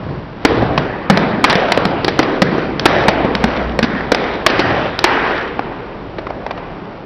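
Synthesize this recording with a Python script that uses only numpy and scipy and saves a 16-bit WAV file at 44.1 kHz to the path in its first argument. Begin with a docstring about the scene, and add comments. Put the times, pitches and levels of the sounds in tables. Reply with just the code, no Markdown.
"""On concrete, in a space that rings like a hall, a car tyre rolls slowly over a hard plastic mask.
The shell breaks in sharp snaps: a quick run of tiny fractures and a hollow pop as it buckles.
In the gaps the tread grinds loose pieces and small cracks tick. Every snap leaves a long reverberation
over the car's low rumble, boom and drone, and a narrow ring swells in the tails of three snaps.
The sound is dull above 6 kHz and the big snaps overload."""
import sys
import numpy as np
from scipy import signal
from scipy.fft import rfft, irfft
from scipy.io import wavfile
from scipy.ndimage import uniform_filter1d

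SR = 44100
rng = np.random.default_rng(int(sys.argv[2]) if len(sys.argv) > 2 else 0)


def master(y):
    """Save y as 16-bit WAV."""
    cut = np.clip(np.atleast_2d(y).T, -1, 1)
    pcm = np.round(cut * 32767)  # scale
    wavfile.write(sys.argv[1], SR, pcm.astype(np.int16))


N = 310905
TIME = np.arange(N) / SR
CRACK_HZ, SPLINTER_HZ = 1800, 3700

# The snaps of the shell. Each row: start in seconds, fracture length in seconds, knock pitch in Hz,
# fracture level in dB, brightness in dB, pop pitch in Hz, pop level in dB.
SHELL_SNAPS = [(.4499, .006, 605, -6, -1.5, 291, -1.5), (.621, .01, 460, -25, -10, 143, -13.5),
               (.777, .007, 800, -14.5, -1, 148, -11), (1.099, .0075, 576, -5.5, -1.5, 196, .5),
               (1.173, .005, 660, -14, 1.5, 205, -22), (1.441, .008, 940, -4.5, -.5, 312, -10),
               (1.4985, .013, 800, -12.5, 3, 156, -19), (1.528, .005, 550, -17, 0, 188, -20),
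               (1.554, .005, 570, -16, 2, 188, -11), (1.72, .005, 680, -10.5, 1.5, 363, -15),
               (1.775, .003, 560, -13, -6, 288, -10), (1.8535, .003, 970, -17.5, 1, 191, -10),
               (2.046, .004, 570, -19, 7.5, 358, -14), (2.0805, .011, 620, -14, .5, 350, -16),
               (2.191, .0075, 520, -9.5, -.5, 326, -6), (2.229, .0066, 510, -20, 0, 323, -18.5),
               (2.419, .008, 510, -8.5, 0, 191, -4), (2.581, .014, 350, -24, -8, 330, -13),
               (2.7956, .003, 370, -20.5, 7.5, 328, -40), (2.8562, .0075, 620, -2.5, .5, 336, -3),
               (3.0825, .009, 680, -9, -.5, 199, -8), (3.247, .016, 520, -26, -10, 207, -12),
               (3.3515, .0035, 890, -18, 4.5, 202, -19), (3.4405, .004, 680, -14, -1, 218, -6),
               (3.7902, .005, 530, -14.5, -1.5, 207, -14), (3.828, .008, 1300, -17, 3, 231, -9),
               (3.841, .011, 720, -21, 1.5, 245, -10.5), (4.1184, .006, 520, -9, -1, 293, -10),
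               (4.1466, .005, 540, -15, 2.5, 207, -33), (4.4637, .005, 800, -3, 1.5, 353, -7.5),
               (4.5005, .009, 760, -19, 1, 277, -19), (4.5934, .013, 780, -14.5, 1, 352, -11),
               (4.9904, .004, 870, -19, 7, 237, -28), (5.0414, .006, 950, -3, .5, 347, -5),
               (5.5928, .0036, 700, -25, -9, 296, -19), (6.184, .01, 550, -27.5, -5, 357, -26),
               (6.268, .006, 900, -34, -9, 331, -32), (6.3028, .007, 600, -32, -11, 352, -27),
               (6.4648, .0034, 740, -27, -4.5, 301, -36), (6.5088, .007, 700, -26.5, -4.5, 339, -37),
               (6.576, .008, 1040, -36, -4, 175, -35)]
def snap_voicings():
    """Voice each snap as pop, knock, crack and splinter; brightness trades knock for splinter."""
    for start_s, length_s, knock_hz, db, bright_db, pop_hz, pop_db in SHELL_SNAPS:
        crack_hz = CRACK_HZ * (knock_hz / 680) ** .35   # the crack partly follows the knock's pitch
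        knock_db, crack_db, splinter_db = db + 3.8 - bright_db, db - .2, db - 4.6 + bright_db
        yield start_s, length_s, pop_hz, knock_hz, crack_hz, pop_db, knock_db, crack_db, splinter_db


def breaking_mask():
    """The shell gives way under the tyre, snap by snap, each with its own blend of the four parts."""
    out = np.zeros(N + SR)
    for start_s, length_s, pop_hz, knock_hz, crack_hz, *levels_db in snap_voicings():
        sound = from_db(levels_db) @ snap(length_s, pop_hz, knock_hz, crack_hz)
        start = int(start_s * SR)
        out[start:start + len(sound)] += sound
    return out[:N]


# The shell's resonances. Each entry: half-width in octaves, for knock, crack and splinter in turn.
RESONANCE_WIDTHS = [0.56, 0.41, 0.38]
def snap(length_s, pop_hz, knock_hz, crack_hz, pop_cycles=1.5, slips_per_s=6000, spread_db=2.0):
    """A crack runs in tiny slips and the panel buckles: gives pop, knock, crack and splinter."""
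    t = np.arange(int(.1 * SR)) / SR
    crumble = from_db(-26) * np.exp(-t / .037)   # the broken edges crumble briefly
    stress = np.exp(-(t / max(length_s, 1e-3)) ** 1.75) + crumble
    slips = (rng.random(len(t)) < slips_per_s / SR) * from_db(spread_db * rng.standard_normal(len(t)))
    slips[0] = 2.82   # the first break is a strong one
    pop = np.exp(-t * pop_hz / pop_cycles) * np.sin(2 * np.pi * pop_hz * t)
    parts = [band(pop, pop_hz / 2, SPLINTER_HZ, order=1)]
    for hz, octaves in zip([knock_hz, crack_hz, SPLINTER_HZ], RESONANCE_WIDTHS):
        signs = rng.choice([-1, 1], len(t))
        parts.append(resonance(slips * stress * signs, hz, octaves))
    energy = np.sum(np.square(parts), axis=1, keepdims=True) / SR
    return parts / np.sqrt(energy / .01)   # each part has the energy of 10 ms at rms 1


# Bouts of grinding. Each row: peak time in seconds, half-width in seconds, level in dB,
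# tilt in dB per octave.
GRIND_BOUTS = [(.54, .07, -26, 0), (.81, .04, -28, 2.5), (1.64, .11, -20.5, .5), (2.32, .08, -26, -4),
               (2.6, .07, -26, 0), (2.96, .08, -19.5, 0), (3.53, .11, -22.5, .5), (3.97, .09, -30, 0),
               (4.28, .08, -26.5, 1), (4.76, .12, -20, -1.5), (5.29, .12, -22.5, 0)]
def grinding(t, hz, pivot_hz=1200):
    """How hard the tread grinds the loose pieces, heard at one pitch: each bout swells and fades."""
    return sum(from_db(db + tilt_db * np.log2(hz / pivot_hz)) * swell(t, peak_s, width_s)
               for peak_s, width_s, db, tilt_db in GRIND_BOUTS)


# The ring of the loose pieces. Each row: frequency in Hz, relative level in dB.
PIECE_TONE = [(250, -0.5), (450, 5), (900, 6.5), (1800, 6), (3000, -6.5), (5500, -22)]
def crunch(grains_per_s=1100, size_db=2.6, grit_db=-40):
    """Pieces grind on the concrete: random ticks, each ringing the plastic in a colour of its own."""
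    hits = rng.random(N) < grains_per_s / SR
    ticks = hits * from_db(size_db * np.minimum(rng.exponential(1, N), 3))
    centres_hz = 300 * 2. ** np.arange(5)
    shares = from_db(at_hz(PIECE_TONE, centres_hz)[0])
    out = 0
    for hz, share in zip(centres_hz, shares / np.linalg.norm(shares)):
        ring = resonance(ticks * rng.uniform(-.91, 1, N), hz, octaves=.5)
        strength = np.hypot(grinding(TIME, hz), from_db(grit_db))   # grit: the tread on bare concrete
        out += share * strength * rms_one(ring)
    return out


def crackles(count=45, spread_db=2.5, length_s=.003):
    """Small stray fractures at random moments, following the strength of the grinding around them."""
    out = np.zeros(N + SR)
    for when, size, colour in rng.uniform(-1, 1, (count, 3)):
        start = int((when + 1) / 2 * (N - 1))
        detune = 2 ** (colour / 2)
        _, knock, crack, splinter = snap(length_s, 300, 800 * detune, CRACK_HZ * detune)
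        sound = from_db(-3) * knock + from_db(-2.5) * crack + from_db(-12) * splinter
        gain = grinding(start / SR, CRACK_HZ) * from_db(-1.5 + spread_db * size)
        out[start:start + len(sound)] += gain * sound
    return out[:N]


# The reverb tail. Each row: frequency in Hz, level against the dry snap in dB,
# time to decay by 60 dB in seconds, build-up in seconds.
HALL_TAIL = [(100, -6.5, 2.6, 0.052), (224, -3.5, 2.05, 0.068), (367, -2.5, 2.64, 0.061),
             (676, -3.2, 1.5, 0.2), (1740, -4, 1.85, 0.036), (3160, -8.5, 2.04, 0.0089),
             (5270, -14.5, 1.1, 0.0066)]
def hall(predelay_s=.0027, flutter_db=1.6, drift_db=1.5):
    """Every snap spreads into a diffuse tail of its own colour; the lows bloom later than the highs."""
    start_s, _, pop_hz, knock_hz, crack_hz, *levels_db = np.transpose(list(snap_voicings()))
    centres_hz = np.geomspace(70, 5600, 20)
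    # each part of a snap feeds the third octaves around its own pitch
    pitches_hz, widths_octaves = [pop_hz, knock_hz, crack_hz, SPLINTER_HZ], [.4, .56, .35, .31]
    energy = 0
    for hz, octaves, level_db in zip(pitches_hz, widths_octaves, levels_db):
        share = swell(np.log2(centres_hz[:, None] / hz), 0, octaves)
        energy += share / share.sum(axis=0) * from_db(level_db) ** 2 * .01
    t = np.arange(0, N / SR, .002)
    age = np.maximum(t - start_s[:, None] - predelay_s, 0)
    white, out = rng.standard_normal((2, N)), 0
    for k, hz in enumerate(centres_hz):
        wet_db, t60, build_s = at_hz(HALL_TAIL, hz)
        fade_s = t60 / np.log(10 ** 6)
        area = fade_s ** 2 / (fade_s + build_s)
        tails = (1 - np.exp(-age / build_s)) * np.exp(-age / fade_s) / area
        # reflections arrive in clumps, and the hall's resonances shift the colour slowly
        flutter = rms_one(uniform_filter1d(rng.standard_normal(len(t)), size=25))
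        drift = rms_one(uniform_filter1d(rng.standard_normal(len(t)), size=120))
        clumps = from_db(flutter_db * flutter + drift_db * drift)
        envelope = np.interp(TIME, t, clumps * np.sqrt(energy[k] @ tails))
        wash = rms_one(resonance(white[k % 2], hz, octaves=1 / 6, order=3))
        out += from_db(wet_db) * envelope * wash
    return out


# Rings in the snaps' tails. Each row: peak time in seconds, half-width in seconds, pitch in Hz,
# level in dB.
SNAP_AFTER_RINGS = [(3.95, .09, 1700, -26), (4.27, .09, 2000, -29), (5.28, .13, 1650, -22)]
def after_rings(grains_per_s=1500):
    """A narrow ring near 1.7-2 kHz swells and fades in the tails of three snaps."""
    out = 0
    for peak_s, width_s, hz, db in SNAP_AFTER_RINGS:
        grains = (rng.random(N) < grains_per_s / SR) * rng.choice([-1, 1], N)
        out += from_db(db) * swell(TIME, peak_s, width_s) * rms_one(resonance(grains, hz, octaves=.25))
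    return out


# Lurches of the tyre. Each row: start in seconds, rise time in seconds, peak level in dB.
TYRE_LURCHES = [(-.03, .13, -22.5), (.44, .19, -21.5), (1.6, .35, -28), (2.65, .24, -25), (4.47, .22, -24)]
def lurching():
    """Envelope of the tyre sinking as the shell gives way: each lurch swells and dies away."""
    out = 0
    for start_s, rise_s, db in TYRE_LURCHES:
        age = np.maximum(TIME - start_s, 0) / rise_s
        out += from_db(db) * age * np.exp((1 - age ** 2) / 2)
    return out


# The noise bed of the car and its surroundings. Each row: frequency in Hz, relative density in dB.
RUMBLE_TONE = [(15, -35), (25, -7.5), (49, -4), (76, -15.5), (104, -7.5), (167, -5), (258, -7), (288, -5.5),
               (378, -7.5), (414, -8.5), (915, -13.5), (1230, -18.5), (4780, -38), (5600, -45),
               (7280, -82.5), (12300, -120)]
# The load, building as the wheel climbs the shell. 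Each row: time in seconds, relative load in dB.
WHEEL_LOAD = [(0.0, -42), (0.39, -46), (0.59, -31), (0.98, -42), (2.22, -43), (3.77, -26), (3.83, -37),
              (6.85, -46), (7.05, -52)]
def car(boom_hz=124.7, drone_hz=61.5, full_load_db=-29):
    """Broad rumble and hiss, a boom as the tyre sinks and a wavering drone that grows under load."""
    hz = np.maximum(np.fft.rfftfreq(N, 1 / SR), 1)
    tone = from_db(at_hz(RUMBLE_TONE, hz)[0])
    rumble = rms_one(irfft(rfft(rng.standard_normal(N)) * tone, N))
    boom = rms_one(resonance(rng.standard_normal(N), boom_hz, octaves=.44))
    waver = rms_one(band(rng.standard_normal(N), drone_hz - 6, drone_hz + 6))
    drone = rms_one(np.sin(2 * np.pi * drone_hz * TIME) + .38 * waver)
    load_db = np.interp(TIME, *np.transpose(WHEEL_LOAD))
    strain_db = np.minimum(load_db - full_load_db, 0)   # 0 when the whole weight bears on the shell
    lurch = lurching()
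    rumble_gain = np.hypot(from_db(-25.5 + .27 * strain_db), from_db(-5) * lurch)
    boom_gain = np.hypot(from_db(-42), lurch)   # a faint boom stays between lurches
    drone_gain = from_db(-26.5 + 1.25 * strain_db)
    return rumble_gain * rumble + boom_gain * boom + drone_gain * drone


def from_db(db):
    """Decibels to gain."""
    return 10 ** (np.asarray(db) / 20)


def rms_one(x):
    """Scale to rms 1."""
    return x / np.sqrt(np.mean(x ** 2) + 1e-20)


def swell(x, peak, width):
    """A bell-shaped rise and fall of height 1."""
    return np.exp(-.5 * ((x - peak) / width) ** 2)


def at_hz(rows, hz):
    """Read a table's value columns on a log-frequency axis."""
    points, *columns = np.transpose(rows)
    return [np.interp(np.log(hz), np.log(points), column) for column in columns]


def band(x, low_hz, high_hz, order=2):
    """Causal band-pass."""
    return signal.sosfilt(signal.butter(order, [low_hz, high_hz], "band", fs=SR, output="sos"), x)


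def resonance(x, hz, octaves, order=2):
    """Ring a band that reaches the given octaves to either side of a pitch."""
    return band(x + 1e-18, hz / 2 ** octaves, hz * 2 ** octaves, order)


def scene():
    """The breaking mask, its reverberation and the car, in mono."""
    return (breaking_mask() + crackles() + crunch() + hall() + car() + after_rings())[None]


def record(dry, treble_hz=5880, soften_hz=6100, cutoff_hz=16000):
    """A steep treble cut, then overload: the big snaps clip and gain a bright edge, which is softened."""
    dull = signal.sosfilt(signal.ellip(9, .3, 80, treble_hz, fs=SR, output="sos"), dry)
    clipped = np.clip(dull, -1, 1)
    rounded = signal.sosfiltfilt(signal.butter(12, soften_hz, fs=SR, output="sos"), clipped)
    softened = .7 * clipped + .3 * rounded
    return signal.sosfilt(signal.ellip(8, .1, 70, cutoff_hz, fs=SR, output="sos"), softened)


dry = scene()
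out = record(dry)
master(out)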